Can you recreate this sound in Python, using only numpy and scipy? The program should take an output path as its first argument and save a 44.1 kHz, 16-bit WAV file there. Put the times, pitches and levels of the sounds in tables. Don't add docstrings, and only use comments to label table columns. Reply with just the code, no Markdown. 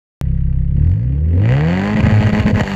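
import sys
import numpy as np
from scipy import signal
from scipy.fft import rfft, irfft
from scipy.io import wavfile
from scipy.ndimage import uniform_filter1d

SR = 44100
rng = np.random.default_rng(int(sys.argv[2]) if len(sys.argv) > 2 else 0)


def transcribe(signal):
    frames = np.atleast_2d(signal).T
    limited = np.clip(frames, -1, 1)
    pcm = np.round(limited * 32767).astype(np.int16)
    wavfile.write(sys.argv[1], SR, pcm)


def volts(x):
    e = np.asarray(x, float) / 20
    return 10 ** e


N = 121275

ORDERS = [.5, 1, 1.5, 2, 2.5, 3, 4, 5]
# (time [s], firing rate [Hz], level of each of the eight orders [dB],
# relative rasp level [dB], rumble level [dB])
REV_UP = [(0.22, 33.18, -40, -35.5, -38.5, -21.5, -53.5, -24, -19.5, -30.5, -58, -33),
          (0.262, 33.05, -5, -20.5, -44, -18, -18.5, -26, -20.5, -23.5, -56, -42.5),
          (0.564, 32.97, -12.5, -18.5, -37, -18.5, -25.5, -26, -21, -25, -58, -42),
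          (0.718, 33.53, -5.5, -22, -33, -18, -26.5, -25.5, -20.5, -24, -59, -40.5),
          (0.77, 34.74, -12, -18, -18, -16, -31, -21, -16, -19, -54, -37.5),
          (0.842, 38.61, -28.5, -20.5, -15.5, -10.5, -28.5, -17.5, -18, -47, -50, -28.5),
          (0.924, 47.07, -28.5, -20.5, -34, -10, -26.5, -24.5, -29.5, -35.5, -51, -44.5),
          (0.972, 53.44, -46.5, -36, -32, -16, -43, -20, -44, -40.5, -52, -32.5),
          (1.062, 62.89, -53.5, -18.5, -35, -17, -17.5, -35, -34.5, -49.5, -54.5, -32.5),
          (1.154, 70.54, -41, -17.5, -22.5, -19.5, -26.5, -51.5, -32, -57, -53, -36.5),
          (1.226, 76.72, -46, -14.5, -35, -23, -63.5, -47.5, -64, -51, -57.5, -30.5),
          (1.36, 88.2, -39, -11, -35.5, -28.5, -52, -26.5, -41.5, -45, -48, -24),
          (1.45, 109.7, -47.5, -11, -24, -27.5, -32, -29, -45.5, -36, -33.5, -13),
          (1.522, 128, -19, -10.5, -23.5, -26, -37, -43.5, -21, -43, -29, -52),
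          (1.584, 143.5, -29.5, -12.5, -32.5, -26, -32.5, -33.5, -42.5, -36.5, -29.5, -39),
          (1.628, 154.6, -20, -13.5, -32.5, -27.5, -62, -28.5, -45.5, -61.5, -31, -37.5),
          (1.704, 172.6, -22, -14, -30.5, -32, -43.5, -24, -43, -38, -27.5, -32.5),
          (1.804, 194.1, -23.5, -17.5, -27, -32.5, -34.5, -68, -48, -37, -27.5, -26.5),
          (1.886, 207, -26.5, -19, -33.5, -36, -30, -33, -37.5, -32, -27, -33),
          (1.94, 213.2, -24, -16.5, -40.5, -31, -47.5, -59.5, -40, -40, -29.5, -30.5)]
AT_LIMITER = [(1.97, 211.7, -30, -14, -31, -36, -27, -57, -51.5, -44, -26, -29),
              (2.61, 210.4, -27, -17, -36.5, -33.5, -43, -68.5, -45, -33, -26, -17.5),
              (2.64, 197.1, -42.5, -28.5, -39.5, -34, -31, -40.5, -59, -41, -29, -27),
              (2.75, 196.3, -27, -19, -46.5, -37.5, -39.5, -42.5, -66.5, -42.5, -28, -50)]
# (multiple of the firing rate, level [dB])
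QUARTER_ORDERS = [(.25, -38.5), (.75, -30.5), (1.25, -45), (3.5, -46.5), (4.5, -39.5)]
# (time [s], length [s], change of firing level [dB],
# relative thump level at the cut [dB], relative thump level at the relight [dB])
FULL_CUTS = [(1.948, .009, -43, -22, -5), (2.005, .024, -13.5, -7.5, -14), (2.074, 0.008, -14.5, -0.5, -20),
             (2.28, 0.031, -2, -22, -30), (2.311, 0.013, -17, -24, -8), (2.41, .032, -4.5, -22, -27),
             (2.443, 0.015, -10, -21, -1), (2.516, 0.02505, -26, -27, -6), (2.615, .017, -43, -3, -35)]
# (time [s], length [s], relative boom level [dB])
HALF_CUTS = [(2.039, 0.014, -10), (2.075, 0.022, -11.5), (2.127, .078, -12.5), (2.245, .034, -14),
             (2.395, 0.023, -16), (2.527, 0.041, -15)]
# (time [s], relative crack level [dB], relative thud level [dB])
FUEL_POPS = [(1.9932, -18.5, -12.5), (2.0053, -10, -6.5), (2.053, -21, -22), (2.068, -10, -5.5),
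             (2.1091, -24.5, -23.5), (2.2161, -30.5, -8), (2.2693, -6, -30), (2.3349, -17, -1),
             (2.3997, -6, -9), (2.4806, -12.5, -17.5), (2.5973, -10, -11), (2.6084, -4, -37)]
# (frequency [Hz], relative level [dB], 60 dB decay time [s])
PIPE_MODES = [(63.3, 7, 0.025), (100.6, 13, 0.024), (142, 4, 0.063)]
CYLINDER_LEVELS = [2, -5, 0, -6]
# (firing rate [Hz], level [dB])
SHOCK_LEVELS = [(33, 10), (42, 27), (60, 25), (90, 18), (120, 24), (180, 21), (212, 18)]
# (frequency [Hz], relative level [dB])
RASP_SPECTRUM = [(200, -14), (330, 4.5), (520, 8.5), (900, 3), (1110, -3.5), (1250, -1), (1370, -6),
                 (1600, 1.5), (2200, -3), (3000, -8.5), (3450, -16), (4000, -23.5), (5300, -32),
                 (7300, -28), (8000, -41.5), (10500, -51.5), (12500, -43.5), (16000, -71.5)]
# (frequency [Hz], width [Hz], lift [dB])
TAILPIPE_PEAKS = [(1960, 160, 7), (2400, 130, 3), (2820, 170, 4), (4500, 600, 12)]
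# (frequency [Hz], relative level [dB])
RUMBLE_SPECTRUM = [(25, -5), (60, 5), (180, 2.5), (260, 6.5), (350, -16), (500, -1), (700, -29.5),
                   (1200, -39), (4000, -58.5)]
# (time [s], lift [dB])
TREBLE_LIFT = [(.22, -1), (.7, -0.5), (.9, 9), (1.201, -0.5), (1.499, 2), (1.901, 5), (2.3, 6),
               (2.599, 7.5), (2.7, 10)]
# (delay [s], level [dB])
ECHOES = [(.0036, -28.5), (.011, -17.5), (.027, -12.5)]

BOOM_LEAD_S = .007


def firing_tones(rate, firings, full_cut_db):
    wobble_hz, half_cut_db = 14, -18.5
    pipe_lag_hz = 100
    uneven = unevenness(rate)
    levels = [(multiple, engine_column(i + 2)) for i, multiple in enumerate(ORDERS)]
    levels += [(round(4 * multiple) / 4, db) for multiple, db in QUARTER_ORDERS]
    wobble_db = 1.0 - 1.5 * uneven
    tones = np.zeros(N)
    for multiple, db in levels:
        level = np.sqrt(2) * volts(db + wobble_db * drift(wobble_hz))
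        if multiple % 1:
            level = level * uneven
        lag = .5 * (1 + np.minimum(multiple * rate / pipe_lag_hz, 2) ** 2)
        phase_wobble = .35 * (1 - uneven) * drift(wobble_hz)
        tones += level * np.cos(2 * np.pi * multiple * firings - lag + phase_wobble)
    half_db = held_over(HALF_CUTS, [half_cut_db] * len(HALF_CUTS))
    return tones * uniform_filter1d(volts(full_cut_db + half_db), size=180)


def rasp(rate, firings, full_cut_db):
    lag_firings, jitter_firings, jitter_hz = .6, .022, 60
    scatter_db, missing_cylinder_db = 1.7, -5.5
    hiss_db_per_firing, flow_db, hiss_from_hz = 20, -15, 800
    lift_s, lift_shock_db = 2.62, -9
    at_tip = np.maximum.accumulate(firings + lag_firings + jitter_firings * drift(jitter_hz))
    number = np.floor(at_tip).astype(int)
    cylinder_db = unevenness(rate, least=.2) * np.array(CYLINDER_LEVELS)[number % 4]
    missing_db = held_over(HALF_CUTS, [missing_cylinder_db] * len(HALF_CUTS)) * (number % 2)
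    chance_db = scatter_db * rng.standard_normal(2000)[number]
    size = volts(cylinder_db + missing_db + chance_db)

    shock_db = np.interp(rate, *np.transpose(SHOCK_LEVELS)) + lift_shock_db * (np.arange(N) / SR > lift_s)
    shock = size * np.diff(number, prepend=number[0]) * volts(shock_db)
    burst = size * volts(-hiss_db_per_firing * (at_tip - number))
    hiss = (burst + volts(flow_db)) * rng.standard_normal(N)
    hiss = signal.lfilter(*signal.butter(2, hiss_from_hz, "high", fs=SR), hiss)
    raw = hiss - shock
    even = raw / np.sqrt(uniform_filter1d(raw ** 2, size=5000))
    level = volts(engine_column(10) + 4.5) * uniform_filter1d(volts(full_cut_db), size=90)
    return colour(even * level, RASP_SPECTRUM, TAILPIPE_PEAKS)


def pipe_booms(firings):
    at = np.flatnonzero(np.diff(np.floor(firings)) > 0)
    number = np.floor(firings[at + 1]).astype(int)
    early_cuts = [(s - BOOM_LEAD_S, length) for s, length, _ in HALF_CUTS]
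    depth = held_over(early_cuts, [volts(db) for _, _, db in HALF_CUTS])
    holes = np.zeros(N)
    holes[at] = -depth[at] * (number % 2)
    boom = sum(volts(db) * ring(holes, hz, t60) for hz, db, t60 in PIPE_MODES)
    return signal.sosfilt(signal.butter(2, [45, 170], "band", fs=SR, output="sos"), boom)


def cut_thumps():
    out = np.zeros(N)
    for s, length, _, cut_db, relight_db in FULL_CUTS:
        start = s - BOOM_LEAD_S
        out += sliding_note(start, cut_db, from_hz=190, to_hz=55, slide_s=.013, t60=.09)
        out -= sliding_note(start + length, relight_db, from_hz=60, to_hz=250, slide_s=.012, t60=.093)
    return out


def sliding_note(s, db, from_hz, to_hz, slide_s, t60):
    t = np.maximum(np.arange(N) / SR - s, 0)
    cycles = to_hz * t + (from_hz - to_hz) * slide_s * (1 - np.exp(-t / slide_s))
    onset = 1 - np.exp(-t / 0.0028)
    return volts(db - 60 * t / t60) * onset * np.sin(2 * np.pi * cycles)


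def fuel_pops():
    shock_db, hiss_t60_s = 19, .03
    crack, thud = np.zeros((2, N))
    for s, crack_db, thud_db in FUEL_POPS:
        crack[int(s * SR)] = volts(crack_db - 5.5)
        thud[int(s * SR)] = volts(thud_db)
    envelope = signal.lfilter([1], [1, -volts(-60 / (hiss_t60_s * SR))], crack)
    burst = volts(shock_db) * crack + envelope * rng.standard_normal(N)
    return colour(burst, RASP_SPECTRUM, TAILPIPE_PEAKS) + ring(thud, hz=165, t60=.027)


def rumble(firings):
    throb = 1 + 0.42 * np.cos(2 * np.pi * firings)
    noise = colour(rng.standard_normal(N) * throb, RUMBLE_SPECTRUM)
    return volts(uniform_filter1d(engine_column(11), size=9000)) * noise


def lift_treble(bright):
    lift = volts(np.interp(np.arange(N) / SR, *np.transpose(TREBLE_LIFT))) - 1
    return bright + lift * signal.lfilter(*signal.butter(2, 4630, "high", fs=SR), bright)


def add_echoes(bright):
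    return bright + sum(volts(db) * np.roll(bright, int(s * SR)) for s, db in ECHOES)


def engine_column(column):
    rows = np.array(list(REV_UP) + list(AT_LIMITER))
    return np.interp(np.arange(N) / SR, rows[:, 0], rows[:, column])


def unevenness(rate, least=0):
    return np.clip((rate - 55) / 30, least, 1)


def held_over(rows, values):
    t = np.arange(N) / SR
    return sum(v * ((t >= r[0]) & (t < r[0] + r[1])) for r, v in zip(rows, values))


def drift(hz):
    r = np.exp(-2 * np.pi * hz / SR)
    slow = signal.lfilter([1], [1, -2 * r, r * r], rng.standard_normal(N + SR))[SR:]
    return slow / np.sqrt(np.mean(slow ** 2) + 1e-20)


def ring(x, hz, t60):
    r, w = volts(-60 / (t60 * SR)), 2 * np.pi * hz / SR
    return signal.lfilter([0, np.sin(w)], [1, -2 * r * np.cos(w), r * r], x + 1e-18)


def colour(x, spectrum, peaks=()):
    f = np.maximum(np.fft.rfftfreq(8192, 1 / SR), 1)
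    hz, db = np.transpose(spectrum)
    db = np.interp(np.log(f), np.log(hz), db)
    for centre, width, gain_db in peaks:
        db = db + gain_db / (1 + (2 * (f - centre) / width) ** 2)
    cepstrum = irfft(np.log(volts(db)))
    cepstrum[1:4096] *= 2
    cepstrum[4097:] = 0
    h = irfft(np.exp(rfft(cepstrum)))
    return signal.fftconvolve(x, h / np.sqrt(np.sum(h ** 2)))[:N]


def scene():
    rate = engine_column(1)
    firings = np.cumsum(rate) / SR
    full_cut_db = held_over(FULL_CUTS, [row[2] for row in FULL_CUTS])
    bright = rasp(rate, firings, full_cut_db) + fuel_pops()
    bright = add_echoes(lift_treble(bright))
    low = firing_tones(rate, firings, full_cut_db) + pipe_booms(firings) + cut_thumps() + rumble(firings)
    return (low + bright)[None]


def low_pass(x):
    return signal.sosfilt(signal.butter(12, 15800, fs=SR, output="sos"), x)


def record(dry):
    opens_s, ceiling = .2125, 0.78
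    rounded = ceiling * np.tanh(dry / ceiling)
    mix = rounded * (np.arange(N) / SR > opens_s)
    return low_pass(mix)


dry = scene()
out = record(dry)
transcribe(out)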